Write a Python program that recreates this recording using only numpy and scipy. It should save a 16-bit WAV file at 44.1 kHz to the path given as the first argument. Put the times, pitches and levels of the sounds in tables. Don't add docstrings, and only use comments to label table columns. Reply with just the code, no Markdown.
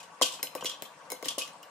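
import sys
import numpy as np
from scipy import signal
from scipy.fft import rfft, irfft
from scipy.io import wavfile
from scipy.ndimage import uniform_filter1d

SR = 44100
rng = np.random.default_rng(int(sys.argv[2]) if len(sys.argv) > 2 else 0)


def unload_audio(sound):
    columns = np.transpose(np.atleast_2d(sound))
    steps = np.round(np.clip(columns, -1, 1) * 32767)
    wavfile.write(sys.argv[1], SR, steps.astype(np.int16))


def magnitude_from_level(level_db):
    exponent = np.asarray(level_db, float) / 20
    return 10 ** exponent


N = 74970
TAIL_EDGE_HZ = 13860

# (time [s], level [dB], starting pitch [Hz], ring level [dB])
BURST_THUMPS = [(.2136, -15, 903, -6.5), (.394, -35, 1220, -32), (.430, -38, 660, 3),
                (.442, -36.5, 640, -17), (.552, -24.5, 686, -3.5), (.608, -41.5, 1140, -19),
                (.6245, -27, 1070, -6.5), (.646, -31, 560, -9), (.823, -32, 790, -13),
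                (1.104, -40.5, 644, -0.5), (1.1195, -28.5, 664, -2.5), (1.227, -29.5, 595, -4),
                (1.258, -36, 706, 1.5), (1.3785, -25.5, 586, -6.5)]
# (time [s], level [dB], ring level [dB], tilt [dB per octave])
SHELL_TICKS = [(.213, -24, 11, -7), (.4285, -10.5, 0.5, -4), (.551, -20, -4.5, -5.5), (.637, -41, 0, 4),
               (.645, -23, 4, -6), (.822, -18.5, -10, -6), (1.102, -20, -4, -4.5),
               (1.1185, -18.5, 1.5, -4.5), (1.226, -25, 0.5, -8), (1.2446, -48, 4, -1),
               (1.257, -18, -6.5, -9), (1.3825, -25.5, 8, 2), (1.477, -33, 1.5, -10), (1.6288, -35, -6, -2)]
# (time [s], level [dB], loudest spot [Hz], t60 [s], hiss level [dB])
PAN_SHOWERS = [(0, -40, 2510, 0.11, 0), (.028, -46.5, 2870, 0.13, 5.5), (.2195, -12.5, 3200, 0.083, 3.5),
               (.2245, -19, 2840, 0.1, 0.5), (.242, -31, 3500, 0.22, 6), (.257, -35, 2640, 0.23, 9.5),
               (.3204, -43, 3030, 0.29, 10), (.3364, -41, 3010, 0.19, 2.5), (.469, -24.5, 3020, 0.028, -11),
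               (.5765, -43, 2520, 0.12, -23), (.6075, -32.5, 2950, 0.1, -5), (.655, -18.5, 3330, 0.053, -2),
               (.6605, -23.5, 3180, 0.11, -0.5), (.6945, -26.5, 3200, 0.062, 1.5),
               (.7107, -31, 3260, 0.16, -7), (.851, -33, 3240, 0.048, -13), (1.2439, -37, 2990, 0.2, 7),
               (1.283, -18, 3180, 0.038, 4), (1.2895, -38, 3130, 0.039, 9), (1.302, -33, 3400, 0.17, 3),
               (1.3817, -30.5, 2890, 0.26, 6), (1.413, -36, 2580, 0.14, -17), (1.419, -36, 2904, 0.035, 10),
               (1.629, -39, 2840, 0.038, -6.5)]
# (time [s], level [dB], pitch
# [Hz], t60 [s])
SOFT_PINGS = [(.2199, -15.5, 3060, 0.026), (.2221, -18, 7300, 0.018), (.2250, -19, 7330, 0.019),
              (.2250, -38, 2900, 0.026), (.2735, -39, 7400, .03), (.2755, -31.5, 3000, 0.044),
              (.3200, -38, 8000, .03), (.3357, -36, 7740, .04), (.3380, -38, 5070, 0.033),
              (.3935, -44, 2500, 0.073), (.5750, -43, 2510, 0.062), (.5760, -37, 2920, 0.03),
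              (.5815, -40, 1150, 0.088), (.6110, -31, 2995, 0.032), (.6195, -38, 3100, 0.043),
              (.6370, -33, 6860, .03), (.6455, -42, 5060, 0.045), (.6455, -41, 6400, 0.049),
              (1.1030, -45, 2190, 0.057), (1.1035, -44, 6480, 0.047), (1.1065, -46.5, 3980, 0.09),
              (1.1190, -42.5, 2160, 0.099), (1.1190, -39, 6330, 0.071), (1.1330, -44, 2120, .08),
              (1.3810, -32, 2950, 0.04), (1.4120, -29, 2540, 0.078), (1.4150, -29.5, 2910, 0.066),
              (1.4160, -44, 1150, 0.16), (1.4360, -33, 3200, 0.032), (1.4760, -38, 6100, 0.024),
              (1.5305, -44, 8150, 0.023), (1.5785, -48, 7980, 0.023), (1.6290, -40, 2860, .04),
              (1.6290, -43.5, 7630, 0.022), (.2141, -14.5, 966, 0.02), (.2160, -30.5, 353, 0.047),
              (.5530, -32.5, 390, 0.024), (.6560, -23, 3250, 0.036), (.6960, -27, 3286, 0.035),
              (1.1570, -49, 3000, 0.054), (1.1650, -48, 3350, .04), (1.2590, -39.5, 520, 0.054),
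              (1.2600, -40.5, 281, 0.18), (1.2875, -23, 3310, .025), (1.3795, -30.5, 518, 0.054),
              (1.4000, -41, 1010, .03), (1.4190, -41.5, 523, 0.064), (.8520, -41.5, 4120, 0.029),
              (.0285, -42, 7200, 0.026)]
# (frequency [Hz], level [dB], t60 [s])
DOME_MODES = [(285, -4.5, 0.17), (505.3, 12, 0.082), (625, -1, 0.022), (866, -17, 0.093), (1090, 13, 0.028),
              (1532, -8, 0.25)]
# (frequency [Hz], level [dB], t60 [s])
SHELL_MODES = [(2084, -12.5, 0.056), (2954, -19, 0.059), (4057, -11, 0.21), (5223, 0, 0.083),
               (6400, 3, 0.017), (6890, -2, 0.057), (8140, 3.5, 0.026), (9100, -1, 0.059),
               (9860, 4.5, 0.033), (11180, 2.5, 0.11)]
# (frequency [Hz], level [dB], t60 [s])
PAN_MODES = [(2593, -8, 0.13), (2840, -26, 0.027), (2953, 2, 0.06), (3100, -41, 0.058), (3200, 1, 0.034),
             (3585, -9, 0.23), (4030, -12, 0.25), (4340, -32, .06), (4370, -16, 0.13), (4990, -4.5, 0.086),
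             (5400, -26, 0.077), (5800, -1, 0.074), (7080, 1, 0.017), (7300, 2, 0.024)]
# (frequency [Hz], level [dB per Hz])
CRACK_COLOUR = [(400, -23.5), (1300, -21.5), (2100, -5), (5200, -3.5), (9600, 3.5), (15600, 12),
                (16500, -32)]
# (frequency [Hz], level [dB per Hz])
CLATTER_COLOUR = [(1500, -21), (2300, -16), (2900, 1), (7400, -2.5), (10500, -8), (13300, -15),
                  (14200, -11), (16500, -74)]
# (frequency [Hz], level [dB per Hz])
RUMBLE_COLOUR = [(40, -35), (170, -1.5), (370, -12), (500, 4), (1180, -7), (1400, -3.5), (3700, -14.5),
                 (8400, -17), (14000, -33.5)]
# (frequency [Hz], width [Hz], level [dB])
HOUSING_HUMPS = [(297, 11, -21), (703, 30, -30.5), (954, 160, -6), (1135, 44, -7.5), (1540, 7, -19.5),
                 (2740, 55, -19.5)]
# (frequency [Hz], likeness [0 to 1])
EAR_LIKENESS = [(60, 0.93), (240, 0.91), (950, 0.7), (3770, 0.12), (15000, 0.15)]
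# (frequency [Hz], left minus right [dB])
LEFT_LEAN = [(60, 4), (240, 4), (950, 5), (3770, 1), (15000, 2.5)]
# (frequency [Hz], t60 [s])
ROOM_DECAY = [(200, 0.25), (1000, 0.41), (4000, 0.34), (12000, 0.19)]


def thump(s, db, top_hz, ring_db):
    t = np.arange(0, .25, 1 / SR)
    sag, drop_s = 0.82, 0.0023
    hz = top_hz * (sag + (1 - sag) * np.exp(-(t / drop_s) ** 2))
    swell = t * top_hz / 1.33
    envelope = swell ** 3 * np.exp(1.5 - 1.54 * swell ** 2)
    pulse = envelope * np.sin(2 * np.pi * np.cumsum(hz) / SR + 1.59)
    push_db, push_s = -20, 0.0022
    push = t / push_s
    pulse = pulse + magnitude_from_level(push_db) * push * (2 - push) * np.exp(1 - push)
    mode_hz = np.transpose(DOME_MODES)[0][:, None]
    more_db = 1.8 * np.log2(top_hz / 900) * np.log2(mode_hz / 600)
    body = ring(DOME_MODES, .25, 0.14, more_db) * (1 - np.exp(-(t / 0.0024) ** 2))
    rattle_band = signal.butter(2, [220, 800], "band", fs=SR, output="sos")
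    rattle = evened(signal.sosfilt(rattle_band, pair(len(t), 0.94)))
    rattle_db, rattle_t60 = -13, 0.085
    rattle = rattle * magnitude_from_level(rattle_db - 60 * t / rattle_t60) * np.minimum(t / 0.0011, 1)
    return s, magnitude_from_level(db) * (pulse + magnitude_from_level(ring_db) * body / abs(body).max() + rattle)


def tick(s, db, ring_db, tilt_db):
    t = np.arange(0, .25, 1 / SR)
    noise = evened(colour(pair(len(t), 0.19), CRACK_COLOUR, tilt_db))
    snap = magnitude_from_level(2.0 - 60 * t / 0.0084) * noise
    spray = magnitude_from_level(-15 - 60 * t / 0.19) * dull(noise, 14530)
    crack = np.minimum(t / 0.0004, 1) * (snap + spray)
    hz = np.transpose(SHELL_MODES)[0][:, None]
    split, beat_db = 0.0151, 3.5
    more_db = tilt_db * np.log2(hz / 5000) + beat_db * np.cos(2 * np.pi * split * hz * t)
    modes = np.minimum(t / 0.00083, 1) * ring(SHELL_MODES, .25, 1.5, more_db)
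    return s, magnitude_from_level(db - 9) * (crack + magnitude_from_level(ring_db - 10.5) * modes)


def shower(s, db, spot_hz, t60, hiss_db):
    t = np.arange(0, .4, 1 / SR)
    fall = np.minimum(t / 0.0017, 1) * magnitude_from_level(-60 * t / max(t60, .01))
    struck = rng.random(len(t)) < 2200 / SR
    force = magnitude_from_level(3.4 * np.minimum(rng.exponential(1, len(t)), 3))
    knocks = struck * force * rng.choice([-1, 1], len(t))
    knocks[[30, 70]] = 0.92
    strikes = (knocks * fall)[None]
    far_db, near_octaves = -7.5, .12
    modes = PAN_MODES + [(spot_hz, 3.5, .035), (spot_hz * 1.04, 1.5, .025)]
    octaves = np.abs(np.log2(np.transpose(modes)[0] / spot_hz))
    near_db = far_db * np.tanh(octaves / near_octaves)[:, None]
    pan = signal.fftconvolve(ring(modes, 0.11, 0.73, near_db), strikes, axes=1)[:, :len(t)]
    pan = signal.sosfilt(signal.butter(3, 2120, "high", fs=SR, output="sos"), pan)
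    knock_ring = magnitude_from_level(-.4 * (db + 16.5)) * ring([(1150, -15.5, 0.077)], .1, 1.0)
    housing = signal.fftconvolve(knock_ring, strikes, axes=1)[:, :len(t)]
    lumps = evened(2.6 + uniform_filter1d(abs(knocks), 60) * 12)
    clatter = evened(colour(pair(len(t), 0.037), CLATTER_COLOUR))
    hiss = dull(clatter, TAIL_EDGE_HZ + 300) * lumps * fall
    pan_rms = np.sqrt((pan ** 2).sum() / (fall ** 2).sum() / 2)
    return s, magnitude_from_level(db - 7.5) * ((pan + housing) / pan_rms + magnitude_from_level(hiss_db) * hiss)


def ping(s, db, hz, t60):
    t = np.arange(0, .2, 1 / SR)
    turn = 2 * np.pi * hz * t + np.array([[0], [0.000042 * hz]])
    envelope = magnitude_from_level(db - 60 * t / t60) * (1 - np.exp(-(t / 0.0019) ** 2))
    return s, envelope * (np.sin(turn) + magnitude_from_level(-9) * np.sin(1.05 * turn))


def rumble():
    frames, hz = N // 128 + 8, np.fft.rfftfreq(512, 1 / SR)
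    a, b, c, d, patch = rng.standard_normal((frames, 257, 5)).T
    patch = evened(uniform_filter1d(uniform_filter1d(patch, 8, 0), 10, 1))
    same = np.clip(read(EAR_LIKENESS, hz), 0, 1)[:, None]
    left = a + 1j * b
    right = same * left + np.sqrt(1 - same ** 2) * (c + 1j * d)
    z = np.array([left, right]) * magnitude_from_level(2.26 * patch)
    white = evened(signal.istft(z, nperseg=512, noverlap=384)[1][:, 256:N + 256])
    grains = magnitude_from_level(0.69 * np.minimum(rng.exponential(1, N // 64 + 1), 4))
    knocks = white * grains.repeat(64)[:N]
    body = evened(colour(white, RUMBLE_COLOUR))
    for f, width, db in HOUSING_HUMPS:
        hump = signal.filtfilt(*signal.iirpeak(f, f / width, SR), knocks)
        body = body + magnitude_from_level(db) * evened(hump)
    return magnitude_from_level(-51) * evened(body)


def room(x):
    taps = np.zeros((2, SR // 2))
    at = np.arange(120, SR // 2 - 20, 20)
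    at = at + rng.integers(0, 20, (2, len(at)))
    np.put_along_axis(taps, at, rng.choice([-1., 1.], at.shape), 1)
    hz, t, z = signal.stft(taps, SR, nperseg=256)
    decay = magnitude_from_level(-60 * t / read(ROOM_DECAY, hz)[:, None])
    tail = signal.istft(z * decay, SR, nperseg=256)[1]
    return signal.fftconvolve(x, tail / np.linalg.norm(tail[0]), axes=1)[:, :N]


def ring(modes, seconds, spread, more_db=0):
    t = np.arange(0, seconds, 1 / SR)
    hz, db, t60 = np.transpose(modes)[:, :, None]
    luck = rng.standard_normal((3, len(modes), 1))
    phase = np.array([0 * luck[0], spread * luck[0]])
    level = magnitude_from_level(db + more_db + 1.5 * luck[1] - 60 * t / t60)
    detuned = hz * (1 + 0.0051 * luck[2])
    return (level * np.sin(2 * np.pi * detuned * t + phase)).sum(1)


def pair(size, same):
    a, b = rng.standard_normal((2, size))
    same = np.clip(same, 0, 1)
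    return np.array([a, same * a + np.sqrt(1 - same ** 2) * b])


def colour(x, points, tilt_db=0):
    hz = np.fft.rfftfreq(x.shape[-1], 1 / SR)
    gain_db = read(points, hz) + tilt_db * np.log2((hz + 500) / 5000)
    return irfft(rfft(x) * magnitude_from_level(gain_db), x.shape[-1])


def dull(x, hz):
    return signal.sosfilt(signal.ellip(8, .5, 60, hz, fs=SR, output="sos"), x)


def evened(x):
    return x / np.sqrt(np.mean(x ** 2) + 1e-20)


def read(points, hz):
    f, value = np.transpose(points)
    return np.interp(np.log(hz + 1), np.log(f + 1), value)


def add(mix, s, sound):
    part = mix[:, round(s * SR):][:, :sound.shape[-1]]
    part += sound[..., :part.shape[-1]]


def scene():
    hits = np.zeros((2, N))
    layers = ((BURST_THUMPS, thump), (SHELL_TICKS, tick), (PAN_SHOWERS, shower), (SOFT_PINGS, ping))
    for rows, source in layers:
        for row in rows:
            add(hits, *source(*row))
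    hits = signal.sosfilt(signal.butter(3, 151, "high", fs=SR, output="sos"), hits)
    reverb = magnitude_from_level(-10.5) * dull(room(hits), TAIL_EDGE_HZ)
    return hits + reverb + dull(rumble(), TAIL_EDGE_HZ + 600)


def band_limit(x):
    return signal.sosfilt(signal.butter(12, 16820, fs=SR, output="sos"), x)


def record(dry):
    hz = np.fft.rfftfreq(N, 1 / SR)
    half = np.array([[.5], [-.5]])
    lag = 1.18
    balance = magnitude_from_level(half * read(LEFT_LEAN, hz))
    delay = np.exp(2j * np.pi * half * lag * hz / SR)
    ports = irfft(rfft(dry) * balance * delay, N)
    return band_limit(dull(ports, 16100))


dry = scene()
out = record(dry)
unload_audio(out)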